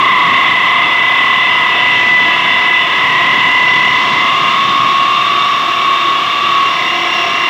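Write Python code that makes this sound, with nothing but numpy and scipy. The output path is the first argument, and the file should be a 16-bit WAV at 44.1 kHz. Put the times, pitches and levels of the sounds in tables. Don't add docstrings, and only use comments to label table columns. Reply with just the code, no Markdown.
import sys
import numpy as np
from scipy import signal
from scipy.fft import rfft, irfft, next_fast_len
from scipy.io import wavfile
from scipy.ndimage import uniform_filter1d, minimum_filter1d, map_coordinates

SR = 44100
rng = np.random.default_rng(int(sys.argv[2]) if len(sys.argv) > 2 else 0)


def nominal_scale(level):
    x = np.asarray(level, float) / 20
    return 10 ** x


def digitize_waveform(pressure):
    field = np.atleast_2d(pressure).T
    bounded = np.clip(field, -1, 1)
    quanta = np.round(bounded * 32767).astype(np.int16)
    wavfile.write(sys.argv[1], SR, quanta)


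N = 330309
SLOW = np.arange(0, N + 128, 128)
SLOW_S = SLOW / SR

# time in seconds, speed in turns per second.
SPIN = [(0, 31.4), (.1, 30.8), (.2, 29.5), (.3, 29.05), (.4, 28.85), (.49, 29.1), (.62, 31.25),
        (.74, 32.45), (.86, 33.4), (1.04, 34.3), (1.28, 34.9), (1.6, 35.34), (2.1, 35.64), (2.76, 35.76),
        (3.9, 35.76), (5.45, 35.37), (6, 35.73), (7.49, 35.77)]


def unit_rms(x):
    return x / np.sqrt(np.mean(np.abs(x) ** 2, axis=-1, keepdims=True) + 1e-20)


def every_sample(curve):
    return np.interp(np.arange(N), SLOW, curve)


def slow_columns(table):
    seconds, *columns = np.transpose(table)
    return [np.interp(SLOW_S, seconds, column) for column in columns]


def during(start, end):
    return np.clip(np.minimum(SLOW_S - start, end - SLOW_S) / 0.068 + .5, 0, 1)


def bumps(rows, half_s=None):
    return sum(row[-1] * np.exp(-.5 * ((SLOW_S - row[0]) / (half_s or row[1])) ** 2) for row in rows)


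def wobble(rate, count):
    knots = rng.standard_normal((count, 400))
    return np.array([map_coordinates(k, [SLOW_S * rate]) for k in knots])


def filtered(x, response):
    size = next_fast_len(N + 8192)
    return irfft(rfft(x, size) * response(np.fft.rfftfreq(size, 1 / SR)), size)[:N]


def coloured(x, points):
    f, db = np.transpose(points)
    return unit_rms(filtered(x, lambda hz: nominal_scale(np.interp(np.log(hz + 1), np.log(f + 1), db))))


def groove(turns, memory):
    steps = 2048
    fresh = rng.standard_normal((int(turns[-1]) + 22, steps))
    worn = signal.lfilter([1], [1, -memory], fresh, axis=0)[20:]
    return unit_rms(map_coordinates(worn.ravel(), [turns * steps]))


def chatter_db():
    # time in seconds, strength in dB, lean to the low zone in dB.
    contact = [(0, -7.5, 5), (.4, -9.5, 1), (.55, -12, -3), (.75, -10.5, 2.5), (.95, -11, -5.5),
               (1.5, -12, -5), (2.05, -11, -8.5), (2.8, -13, -5.5), (3.2, -12, -2), (3.7, -8, -8),
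               (4.15, -12.5, 0), (4.5, -14, 12), (4.9, -11, 20), (5.7, -15.5, 22.5), (6.55, -14, 16),
               (6.85, -16.5, 1), (7.3, -18, 5.5), (7.49, -14.5, 0.5)]
    # time in seconds, change in dB.
    catches_low = [(.9, -1.5), (1.1, 2), (1.2, 0), (1.32, 4), (1.68, 3), (2.16, 0.5), (2.4, 4), (3.0, -0.5),
                   (5.5, 2), (5.9, 5), (6.1, 2.5), (6.3, -3), (6.6, 4.5)]
    catches_high = [(0, -5), (.1, 3.5), (.2, 1), (.56, 3), (.7, 0.5), (.8, 1.5), (.9, -2), (1.0, 1.5),
                    (1.25, -0.5), (1.74, -3), (2.16, 5.5), (2.4, -5.5), (2.52, 0.5), (2.76, 3.5),
                    (2.88, -5), (4.08, -6), (4.2, 3), (4.52, 7), (4.92, 4.5), (5.28, 9)]
    catch_s = 0.047
    strength_db, lean_db = slow_columns(contact)
    low_db = strength_db - 10 * np.log10(1 + nominal_scale(-2 * lean_db))
    high_db = low_db - lean_db
    return low_db + bumps(catches_low, catch_s), high_db + bumps(catches_high, catch_s)


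def lean(lag_s):
    low_db, high_db = chatter_db()
    share = 1 / (1 + nominal_scale(2 * (high_db - low_db)))
    return np.clip(uniform_filter1d(share, size=round(lag_s * SR / 128)), 0, 1)


def working(level_db, lean_db, depth_db):
    return level_db + lean_db * lean(0.99) + depth_db * (SLOW / N - .5)


def squeal(turns, zone, multiples, flicker_db, skirt_db, drift, shiver):
    # centre in Hz, climb in Hz, steepness of the climb.
    climb = [
        (1006.7, 115.4, 1.2),
        (2015.4, 58, 2.07),
    ]
    # narrowest in Hz, widening in Hz.
    widen = [
        (25, 17),
        (12.2, 75),
    ]
    upper_reach = [1.2, 0.98]
    # time in seconds, low zone angle in turns and sweep in
    swell = [(0, 1.0, .7, .55, -.1), (.45, 1.05, .7, .33, -.1), (.75, 1.3, .6, .02, -1.6),
             (1.3, 1.53, .3, .1, -1.5), (1.65, 1.23, .3, -.03, -1.5), (2.5, 1.18, -.7, -.1, -2.4),
             (3.3, 1.14, -1.2, -.26, -.8), (4.0, 1.17, -1.5, -.2, -.4), (4.9, .95, -3.2, -.38, -.6),
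             (5.5, .72, -1.2, -.48, -.6), (6.2, .55, -1.2, -.64, -.6), (6.8, .15, -2, -.89, .1),
             (7.05, -.11, -.6, -.93, .1), (7.49, -.11, -.6, -.98, .1)]
    # bumps (lobes) per turn, start in seconds, end in seconds, extra level in dB.
    lobes_low = [(34, -.1, .15, 3), (34, .15, .55, 9), (34, .55, .75, 4), (36, -.1, .15, 3),
                 (37, .3, .55, 6), (38, .1, .55, 8), (36, .15, .6, -8), (35, .15, .6, -6),
                 (40, .15, .45, 4), (42, .15, .45, 8), (43, .15, .45, 7), (37, .6, .9, 6),
                 (32, .95, 1.5, 4), (31, .95, 1.5, 3), (34, 1.2, 1.5, 5), (28, 1.45, 4.2, 6),
                 (28, 1.8, 2.25, 4), (29, 1.85, 2.25, -5), (30, 4.3, 7.6, 3), (31, 4.55, 5.25, 7),
                 (31, 5.5, 6.2, 6), (32, 4.45, 5.2, -7), (32, 5.2, 5.5, 6), (32, 6.2, 6.55, 5),
                 (31, 6.5, 6.75, 6), (33, 4.8, 6.5, 5), (34, 4.3, 5.8, 4), (28, 4.5, 5.7, 7),
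                 (33, 7.0, 7.25, 6)]
    lobes_high = [(65, -.1, .15, 5), (66, .2, .6, 5), (69, .15, .45, 4), (72, .3, .55, 6), (63, .6, .9, 4),
                  (64, .75, .9, 6), (59, .9, 1.05, 5), (58, 1.0, 1.15, 5), (57, 1.15, 1.6, 4),
                  (56, 1.55, 2.3, 5), (56, 1.98, 2.28, 4), (55, 2.85, 3.5, 4), (56, 2.6, 2.85, 4),
                  (56, 3.45, 4.2, 4), (58, 2.3, 4.6, 3), (54, 2.35, 2.6, 9), (54, 2.95, 3.4, 10),
                  (57, 2.75, 3.6, -4), (57, 6.7, 7.6, 4), (58, 6.75, 7.0, 3), (56, 7.15, 7.4, 3),
                  (59, 4.3, 5.2, 4)]

    spin = slow_columns(SPIN)[0]
    low = lean(0.14)
    rest_hz, climb_hz, steepness = climb[zone]
    narrow_hz, widen_hz = widen[zone]
    centre_hz = rest_hz + climb_hz * low ** steepness
    width_hz = narrow_hz + widen_hz * (low if zone else 4 * low * (1 - low))

    k = np.array(multiples)[:, None]
    reach = np.where(k * spin > centre_hz, upper_reach[zone], 1)
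    off = np.abs(k * spin - centre_hz) / width_hz / reach
    gain_db = flicker_db * wobble(7, count=len(k)) - skirt_db * (off + 0.0097 * off ** 2)
    for lobes, start, end, extra_db in lobes_low + lobes_high:
        gain_db += (k == lobes) * extra_db * during(start, end)
    gain = nominal_scale(gain_db)
    gain *= nominal_scale(chatter_db()[zone]) / np.sqrt(np.sum(gain ** 2, axis=0) / 2)

    angle, sweep = slow_columns(swell)[2 * zone:2 * zone + 2]
    middle = uniform_filter1d(centre_hz / spin, size=300)
    slope = angle * k - np.cumsum(middle * np.gradient(angle))
    phase = sweep / 2 * (k - middle) ** 2 - 2 * np.pi * slope
    phase += drift * wobble(2.5, count=len(k)) + shiver * wobble(28, count=len(k))
    out = np.zeros(N)
    for multiple, g, p in zip(multiples, gain, phase):
        out += every_sample(g) * np.cos(2 * np.pi * multiple * turns + every_sample(p))
    return out


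def housing(turns):
    # centre in Hz,
    # width in Hz, level in dB, change with full lean in dB, change as the hole deepens in dB.
    pane_modes = [(2303, 72, -35, -2, 12.5), (2900, 16, -26, -17.5, 2), (3074, 70, -25.5, -17, -0.3),
                  (4040, 29, -54.5, 1, 15.5), (11660, 200, -76, 10.5, 2.5), (12050, 130, -71, -0.5, 11)]
    gearbox_modes = [(706.4, 65, -31, -1.5, 2.5), (1684, 70, -27.5, -11, 11), (2655, 110, -25, -6, -3.5),
                     (2772, 67, -22, -5, 6), (3486, 47, -26, -6.5, 0), (3626, 140, -35.5, 11, -2.5),
                     (5548, 190, -44.5, -5.5, 9)]
    housing_modes = [(354.3, 61, -37, -1, 6.5), (1248, 150, -36.5, 10.5, 0.5), (2243, 100, -32.5, 1, -9.5),
                     (3356, 45, -35.5, 6, -5.5), (5030, 130, -47, -4.5, 1)]
    # near which Hz, start in seconds, end in seconds, extra level in dB.
    freed = [
        (2672, 1.7, 2.8, 4),
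        (1683, 1.8, 3, 2.5),
        (5564, 3.5, 5.9, 5),
        (2314, 5.8, 5.9, 4.5),
        (348, 6.6, 7.6, 0.5),
        (5570, 6.6, 7.6, 8),
        (2777, 6.6, 7.6, 3.5),
        (706, 6.9, 7.3, 6.5),
        (706, 5.4, 5.4, -4),
        (3500, 4, 3.7, -6),
    ]
    size = next_fast_len(N + 8192)
    f = np.fft.rfftfreq(size, 1 / SR)
    out = np.zeros(N)
    for third, modes in enumerate([pane_modes, gearbox_modes, housing_modes]):
        pattern = signal.hilbert(groove(turns, memory=0.62), size)[:N]
        shifted = pattern * np.exp(2j * np.pi * third / 3 * turns)
        spectrum = rfft(np.real(shifted), size)
        for (centre, width, *rule), sway in zip(modes, wobble(7.8, count=len(modes))):
            response = (1j * f * width / (centre ** 2 - f * f + 1j * f * width)) ** 2
            ring = unit_rms(irfft(spectrum * response, size)[:N])
            level_db = working(*rule) + 1.1 * sway
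            for hz, start, end, extra_db in freed:
                nearness = np.exp(-((centre / hz - 1) / .015) ** 2)
                level_db = level_db + extra_db * during(start, end) * nearness
            out += every_sample(nominal_scale(level_db)) * ring
    return out


def grinding(turns):
    # frequency in Hz, strength in dB per Hz.
    grit_colour = [(150, -44.5), (250, -16), (331, -16), (559, -11.5), (713, -7.5), (846, -10.5),
                   (1070, -0.5), (1500, -10), (2060, -4.5), (2440, -9), (2720, -1.5), (3610, -10),
                   (4600, -38), (5980, -61.5), (10100, -120)]
    tank_colour = [(15, -59), (25, -36), (43, -37.5), (93, -7.5), (128, -1.5), (314, -2), (340, -10),
                   (400, -4.5), (520, -13.5), (880, -120)]
    fizz_colour = [(2290, -27.5), (3900, 2), (4460, -5), (5610, -10), (5950, -10.5), (7750, -21),
                   (8200, -34), (10700, -60.5), (18000, -120)]
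    # level in dB, change with full lean in dB, change as the hole deepens in dB, share of a shove.
    levels = [
        (-17, -1, -2.5, 0.14),
        (-33.5, -0.5, -3.5, 0.95),
        (-34, 1.2, 4, 0.53),
    ]
    # time in seconds, half length in seconds, change in dB.
    shoves = [
        (.15, 0.29, 5.5),
        (2.1, 0.18, 4.5),
        (2.5, 0.068, 0.5),
        (2.8, 0.079, -4.5),
        (3.7, 0.62, 3.5),
        (4.3, 0.56, 3),
        (5.76, 0.024, -2),
        (6.57, 0.061, 2),
    ]
    push_db = bumps(shoves)
    grit_db, rumble_db, fizz_db = [every_sample(working(*rule) + share * push_db) for *rule, share in levels]
    rumble_db = rumble_db + 0.83 * every_sample(wobble(10, count=1)[0])
    runout = np.sin(2 * np.pi * turns)
    scrape = nominal_scale(grit_db + 1.0 * runout) * coloured(groove(turns, memory=0.2), grit_colour)
    rumble = nominal_scale(rumble_db) * coloured(rng.standard_normal(N), tank_colour)
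    fizz = nominal_scale(fizz_db + 0.63 * runout) * coloured(rng.standard_normal(N), fizz_colour)
    return scrape + rumble + fizz


def gears(turns):
    # pitch in thirds of chuck speed, start in seconds, end in seconds, level in dB.
    whistles = [
        (107, 1.5, 3.6, -34),
        (107, 4.0, 7.6, -34),
        (246, 2.15, 3.8, -29),
        (29, 5.8, 7.6, -38),
        (348, 6.0, 7.6, -46),
        (192, 4.4, 6.65, -33),
    ]
    flicker = wobble(5, count=len(whistles))
    shiver = wobble(22, count=len(whistles))
    out = np.zeros(N)
    for (thirds, start, end, db), f, s in zip(whistles, flicker, shiver):
        level = nominal_scale(db + 2 + 2.5 * f) * during(start, end)
        out += every_sample(level) * np.cos(2 * np.pi * thirds / 3 * turns + every_sample(.45 * s))
    return out


def scene():
    turns = np.cumsum(np.interp(np.arange(N) / SR, *np.transpose(SPIN))) / SR
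    low = squeal(turns, zone=0, multiples=range(25, 44), flicker_db=2.3, skirt_db=4.6, drift=.35, shiver=.18)
    high = squeal(turns, zone=1, multiples=range(52, 74), flicker_db=2.5, skirt_db=5, drift=.4, shiver=.4)
    return (low + high + housing(turns) + grinding(turns) + gears(turns))[None]


def low_pass(x):
    return signal.sosfilt(signal.butter(12, 16790, fs=SR, output="sos"), x)


def record(dry):
    # frequency in Hz, strength in dB per Hz.
    hiss_colour = [(4590, -24.5), (7800, 0), (8420, -9.5), (9140, -10), (11600, -5), (12700, -8.5),
                   (15100, -8), (15700, -7)]
    top_hz = 15720
    need = np.minimum(1, 0.84 / (np.abs(dry) + 1e-9))
    gain = uniform_filter1d(minimum_filter1d(need, size=260), size=200)
    hiss_db = -48.0 + .5 * np.linspace(-1, 1, N)
    hiss = nominal_scale(hiss_db) * coloured(rng.standard_normal(N), hiss_colour)
    kept = filtered((dry * gain)[0] + hiss, lambda hz: (hz < top_hz) / (1 + (25 / (hz + 1)) ** 2))
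    return low_pass(kept[None])


dry = scene()
out = record(dry)
digitize_waveform(out)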